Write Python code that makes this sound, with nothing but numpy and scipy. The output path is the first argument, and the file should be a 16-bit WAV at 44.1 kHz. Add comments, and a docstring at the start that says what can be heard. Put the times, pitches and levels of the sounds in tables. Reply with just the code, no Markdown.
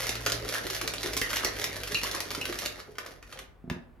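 """In a living room, a plastic shaker bottle of drink is shaken. Each stroke throws the liquid against
an end, where it gulps, sprays and knocks: bubbles resonate, and impacts excite the wall.
The foam settles, fingers tap the lid, and the cap pops open with a thump from the modes of the
hollow bottle. The room reverberates, while a motor somewhere in the house winds down."""
import sys
import numpy as np
from scipy import signal
from scipy.fft import rfft, irfft
from scipy.io import wavfile
from scipy.ndimage import uniform_filter1d

SR = 44100
rng = np.random.default_rng(int(sys.argv[2]) if len(sys.argv) > 2 else 0)


def generate_wav(signal):
    """Clip the signal to [-1, 1] and save it as 16-bit WAV at the path in sys.argv[1]."""
    frames = np.transpose(np.atleast_2d(signal))
    scaled = np.clip(frames, -1, 1) * 32767
    pcm = np.round(scaled).astype(np.int16)
    wavfile.write(sys.argv[1], SR, pcm)


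N = 176400

# Strokes of the liquid: t/s, gulp level/dB, spray level/dB, 1/e half-width/s (all levels are relative)
STROKES = [(0.022,-44,-41,0.14),(0.274,-36.5,-37.5,0.019),(0.346,-40.5,-39.5,0.029),(0.461,-40,-42,0.045),(0.563,-65,-36,0.037),(0.651,-36,-44.5,0.016),(0.748,-64,-46,0.094),(0.849,-37,-58,0.024),(1.06,-39,-41.5,0.041),(1.206,-35,-61,0.016),(1.374,-44,-38.5,0.1),(1.452,-41.5,-36.5,0.03),(1.634,-39.5,-38.5,0.067),(1.732,-55,-44.5,0.06),(1.924,-37,-38.5,0.017),(2.053,-44,-38.5,0.04),(2.16,-38.5,-39,0.032),(2.315,-40.5,-38,0.0069),(2.38,-37.5,-49.5,0.013),(2.513,-43.5,-45,0.059),(2.64,-43,-41,0.03),(2.792,-45,-51.5,0.021),(2.89,-45,-71,0.016),(3.07,-50,-58,0.099),(3.361,-51,-56.5,0.076)]
# Spectrum of the drops: f/Hz, level/dB
SPRAY_SPECTRUM = [(200,-19),(600,4.5),(850,-8.5),(1300,-2.5),(1850,3.5),(2300,-3.5),(4500,-2.5),(6300,-4),(8300,-15.5),(10000,-5.5),(13000,-8.5),(16000,-38)]
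# Knocks inside the bottle: t/s, level/dB, body offset/dB
KNOCKS = [(0.0687, -20.5, -25), (0.0927, -16, -18), (0.154, -24.5, -7.5), (0.2626, -14.5, -2.5),
          (0.2995, -22, -10), (0.3205, -15, -25), (0.4896, -20.5, -17), (0.6675, -23, -8),
          (0.7006, -21.5, -35), (0.7483, -22, -32), (0.8137, -20, -6.5), (0.8766, -17, -10),
          (0.9374, -21.5, -10), (1.0318, -21, -14), (1.1335, -21.5, -25), (1.167, -16.5, -14),
          (1.1753, -17.5, -30), (1.2153, -16, -19), (1.3041, -23.5, -6), (1.331, -20.5, -3.5),
          (1.3685, -17.5, -20), (1.4468, -15, -17.5), (1.3604, -20, -25), (1.6164, -22.5, -20),
          (1.6417, -16, -15), (1.8345, -22.5, -13.5), (1.875, -25.5, -16), (1.945, -20.5, -35),
          (2.0336, -19, -17), (2.1137, -21.5, -28), (2.2043, -19, -36), (2.3055, -23.5, -15),
          (2.349, -23, -4), (2.4131, -25.5, -17), (2.455, -21.5, -12), (2.5256, -30, 3.5),
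          (2.5878, -20.5, -26), (2.6595, -20, -23.5)]
# Taps on the lid: t/s, level/dB, body offset/dB
LID_TAPS = [(2.801,-35.5,-1),(2.9545,-50,5),(2.9835,-27.5,3.5),(3.0625,-33.5,2),(3.227,-40.5,1.5),(3.3255,-34.5,1.5),(3.374,-44.5,8.5),(3.3905,-33,0.5)]
# Spectra of an impact's crack and of the wall's response: f/Hz, level/dB
CRACK_SPECTRUM = [(1200,-4),(2600,2.5),(6000,1.5),(7200,-2.5),(8300,-10),(10000,-3),(13000,-4.5),(14500,-11.5),(17000,-41.5)]
BODY_SPECTRUM = [(100,-35.5),(350,-11.5),(600,-7),(850,-10.5),(1200,-1),(1800,-3),(2400,-8.5),(4000,-13),(9000,-53)]
# Rings, from low glugs of air to bright clacks of the knocked wall: t/s, f/Hz, level/dB, T60/s
RINGS = [(0.643,382,-30,0.095),(0.982,4110,-20,0.0065),(1.033,4200,-27.5,0.014),(1.04,390.4,-29,.12),(1.2157,1900,-24.5,0.12),(1.44,388.5,-32,0.095),(1.4475,5590,-15.5,0.0064),(1.45,1945,-31,0.13),
         (1.9469,2676,-20,0.075),(1.946,4070,-20,0.024),(2.412,2746,-26.5,0.076),(2.49,352,-30,0.057),(2.6598,4550,-12.5,0.0034)]
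# Pushes on the bottle as the cap gives way: t/s, level/dB, contact time/ms
PUSHES = [(3.641,-44,0.76),(3.677,-42,0.6),(3.7,-39,0.77),(3.7125,-29.5,2.43),(3.764,-37.5,1.6)]
# Modes of the cap and of the hollow bottle: f/Hz, level/dB
CAP_MODES = [(620,-28),(1480,-29.5),(1700,-23.5),(2170,-32),(2660,-29),(3600,-31)]
BOTTLE_MODES = [(110,-13),(172,0),(205,-0.5),(243,5.5),(352,-1.5),(669,-9)]
# Run-down of the motor: t/s, f/Hz, level/dB
MOTOR_RUN = [(0,115.2,-53),(.45,112.3,-50.5),(.58,113.2,-62),(.8,107.9,-53),(1.301,102.2,-52.5),(2.4,94.65,-56.5),(3.1,91.7,-66.5),(4,84,-71.5)]
# Partials of its hum: multiple of f, level/dB
MOTOR_ORDERS = [(.5,0.5),(1,6),(1.5,-3.5)]
# Spectra of the motor's rumble and of the still air: f/Hz, level/dB
RUMBLE_SPECTRUM = [(20,-17.5),(57,9),(72,-9),(250,-55.5)]
AIR_SPECTRUM = [(20,-50.5),(50,7),(70,-27.5),(150,-18),(1500,-30),(6000,-53)]
# Reverberation: f/Hz, T60/s, level re direct sound/dB, left-right correlation
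ROOM_BANDS = [(150,0.96,-9.5,1),(496,0.59,1,0.067),(2485,0.32,0,0.04),(11800,0.18,-2.5,0.2)]
# Right microphone re left: f/Hz, level/dB, phase lag/rad
MIC_MISMATCH = [(300,2.5,0.31),(2380,-1,0.5),(4420,4.5,0.97),(8950,.6,1.78)]


def liquid():
    """Incoherent sources add in power: strokes swell the gulps and spray over a churn that settles."""
    t = np.arange(N) / SR
    settle_s, settle_db_per_s = 2.64, 75
    churn_db = -settle_db_per_s * np.maximum(t - settle_s, 0)
    gulp_power, spray_power = amp(churn_db - 47) ** 2, amp(churn_db - 50.5) ** 2
    for when, gulp_db, spray_db, width in STROKES:
        swell = np.exp(-((t - when) / width) ** 2)
        gulp_power += (amp(gulp_db) * swell) ** 2
        spray_power += (amp(spray_db) * swell) ** 2
    spray = amp(2) * drops()
    gulps = amp(-3) * bubbles(hz=454.7, octaves=0.489, cycles=13, per_s=450, spread_db=14)
    fizz = amp(-4.5) * bubbles(hz=2050, octaves=0.55, cycles=26, per_s=220, spread_db=22)
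    return np.sqrt(gulp_power) * gulps + np.sqrt(spray_power) * (spray + fizz)


def bubbles(hz, octaves, cycles, per_s, spread_db):
    """Bubble resonance: each is a damped oscillator whose size sets its pitch, which glides upward."""
    swarm = np.zeros(N)
    for when, smallness, strength in rng.random((4000, 3))[:int(per_s * N / SR)]:
        deviation = np.clip(np.log(smallness / (1 - smallness)) / 2, -1.8, 3)
        f = hz * 2 ** (octaves * deviation)
        add(swarm, when * N / SR, amp(spread_db * strength) * ping(f, cycles / f, glide=0.18))
    return unit(swarm - swarm.mean())


def drops(per_s=2200, clumps_per_s=90):
    """Shot noise: drops land as random impulses, swelling in clumps."""
    impulses = (rng.random(N) < per_s / SR) * rng.choice([-1, 1], N)
    strength = amp(6 * np.minimum(rng.exponential(size=N), 4))
    clumps = amp(4 * walk(clumps_per_s))
    return unit(colour(impulses * strength * clumps, SPRAY_SPECTRUM))


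def impacts(rows, crack_db=-1.5, body_db=-1.5):
    """Impact excitation of plastic: a bright crack and the duller response of the wall."""
    out = np.zeros(N)
    for when, db, offset_db in rows:
        add(out, when, amp(db + crack_db) * contact(CRACK_SPECTRUM, trail=0.37))
        add(out, when, amp(db + offset_db + body_db) * contact(BODY_SPECTRUM, trail=0.68))
    return out


def contact(spectrum, trail, contact_ms=0.48, trail_ms=5.45):
    """A brief force has a broad spectrum: one sharp contact, trailed by smaller ones."""
    ms = np.arange(SR // 20) * 1000 / SR
    strike, rattle, flicker = rng.standard_normal((3, len(ms)))
    force = strike * np.exp(-ms / contact_ms) + trail * rattle * flicker * np.exp(-ms / trail_ms)
    burst = colour(force, spectrum)
    return burst * np.sqrt(SR / 1000 / np.sum(burst ** 2))  # energy of 1 ms at unit level


def rings(spread=0.1114, scatter_cycles=5):
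    """Beating: each ring sounds as a ragged cluster of nearby pitches with staggered onsets."""
    out = np.zeros(N)
    for when, hz, db, t60 in RINGS:
        cluster = np.zeros(SR // 4)
        detunes = np.linspace(-1, 1, 9) + rng.uniform(-.12, .12, 9)
        for detune, late in zip(detunes, rng.random(9)):
            partial = np.cos(detune) ** 2 * ping(hz * (1 + spread * detune), t60)
            add(cluster, scatter_cycles * late / hz, partial)
        cluster *= np.linalg.norm(ping(hz, t60)) / np.linalg.norm(cluster)
        add(out, when, amp(db) * cluster)
    return out


def cap_snap(when=3.6995):
    """Free vibration: the cap lets go with a dry clack and its heavily damped modes ring."""
    out = impacts([(when, -33, 2.5)])
    for hz, db in CAP_MODES:
        add(out, when + rng.random() / hz, amp(db) * ping(hz, t60=0.012))
    return out


def hollow_thump():
    """Modal response: soft pushes are convolved with the impulse response of the hollow bottle."""
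    force, response = np.zeros(N), np.zeros(N)
    for when, db, ms in PUSHES:
        pulse = np.hanning(int(ms * SR / 1000) + 3)
        add(force, when, amp(db) * pulse / pulse.sum())
    for hz, db in BOTTLE_MODES:
        add(response, 0, amp(db) * ping(hz, t60=0.14))
    return signal.fftconvolve(force, response)[:N]


def motor():
    """Rotational orders follow shaft speed: a wavering hum sinks over a rumble as the motor slows."""
    times, hz, db = np.array(MOTOR_RUN).T
    t = np.arange(N) / SR
    phase = 2 * np.pi * np.cumsum(np.interp(t, times, hz)) / SR
    rumble = colour(rng.standard_normal(N), RUMBLE_SPECTRUM)
    hum = sum(amp(order_db + 2.1 * walk(13)) * np.sin(order * phase + .45 * walk(24))
              for order, order_db in MOTOR_ORDERS)
    return amp(np.interp(t, times, db)) * (hum + amp(1.5) * rumble)


def still_air():
    """Partial coherence: a faint noise common to both channels, plus one of its own in each."""
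    left, right, common = [colour(rng.standard_normal(N), AIR_SPECTRUM) for _ in range(3)]
    return amp(-58) * (common + 0.8 * np.array([left, right]))


def room(direct, spots=8, spots_per_s=12):
    """Superposition: direct sound plus reflections that change as the bottle moves from spot to spot."""
    place = np.arange(N) / SR * spots_per_s
    out = np.array([direct, direct])
    for spot in np.eye(spots):
        crossfade = np.sqrt(np.interp(place, np.arange(spots), spot, period=spots))
        out += signal.fftconvolve((crossfade * direct)[None], reflections(), axes=1)[:, :N]
    return out


def reflections(early_db=-10, early_decay_ms=0.95):
    """Reverberation from one spot: near reflections and a diffuse tail that decays band by band."""
    hz, t60, db, correlation = np.array(ROOM_BANDS).T
    size = SR // 2
    t, f = np.arange(size) / SR, np.arange(size // 2 + 1) * SR / size + 1
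    mid, side = rfft(rng.standard_normal((2, size)))
    side = side * np.array([[1], [-1]])
    early = np.exp(-t * 1000 / early_decay_ms) * (t > .0006)
    early *= amp(early_db) / np.linalg.norm(early)
    response = np.zeros((2, size))
    for k, band in enumerate(np.eye(len(hz))):
        pair = (np.sqrt(1 + correlation[k]) * mid + np.sqrt(1 - correlation[k]) * side) / np.sqrt(2)
        noise = irfft(pair * np.interp(np.log(f), np.log(hz), band), size)
        tail = np.exp(-np.log(1000) * t / t60[k]) * (1 - np.exp(-t / 0.0035))
        tail *= amp(db[k]) / np.linalg.norm(tail)
        response += noise * np.hypot(tail, early)
    return response


def microphones(x):
    """Channel mismatch: the two ports differ in level and phase, most of all in the treble."""
    hz, db, lag = np.array(MIC_MISMATCH).T
    log_f = np.log(np.arange(N // 2 + 1) * SR / N + 1)
    db, lag = np.interp(log_f, np.log(hz), db), np.interp(log_f, np.log(hz), lag)
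    half = np.sqrt(amp(db)) * np.exp(-.5j * lag)
    return irfft(rfft(x) * np.array([1 / half, half]), N)


def ping(hz, t60, glide=0):
    """Damped sinusoid whose frequency rises by the fraction glide."""
    t = np.arange(int(t60 * SR) + 2) / SR
    return np.sin(2 * np.pi * hz * t * (1 + glide * t / t60 / 2)) * np.exp(-np.log(1000) * t / t60)


def colour(x, spectrum):
    """Minimum-phase filter of unit power gain through points f/Hz, level/dB."""
    hz, db = np.array(spectrum, float).T
    f = np.arange(1025) * SR / 2048 + 1
    cepstrum = irfft(np.log(amp(np.interp(np.log(f), np.log(hz), db))))
    cepstrum[1:len(f) - 1] *= 2
    cepstrum[len(f):] = 0
    response = irfft(np.exp(rfft(cepstrum)))
    return signal.fftconvolve(x, response / np.linalg.norm(response))[:N]


def walk(per_s):
    """Random modulation: smoothed steps of unit rms."""
    hold = int(SR / per_s)
    steps = np.repeat(rng.standard_normal(N // hold + 1), hold)
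    return unit(uniform_filter1d(uniform_filter1d(steps, hold), hold)[:N])


def amp(db):
    """Level to amplitude ratio."""
    return 10 ** (np.asarray(db) / 20)


def unit(x):
    """Normalisation to unit rms."""
    return x / np.sqrt(np.mean(x ** 2))


def add(out, when, x):
    """Superposition of x on out, starting at when/s."""
    i = max(int(when * SR), 0)
    out[i:i + len(x)] += x[:max(len(out) - i, 0)]


def scene():
    """Sound pressures add: the bottle in the room, over the motor and the still air."""
    shaking = liquid() + impacts(KNOCKS, crack_db=-2.5, body_db=1)
    bottle = shaking + impacts(LID_TAPS) + rings() + cap_snap()
    air = still_air()
    thump = amp(-7.5) * hollow_thump()
    field = room(bottle + thump) + thump  # the thump's direct sound counts twice
    return microphones(field) + motor() + air


def record(dry):
    """Band limiting: filters cut the deepest bass and the highest treble."""
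    dry = signal.sosfilt(signal.butter(4, 38, "high", fs=SR, output="sos"), dry)
    return signal.sosfilt(signal.ellip(8, .2, 70, 16500, fs=SR, output="sos"), dry)


dry = scene()
out = record(dry)
generate_wav(out)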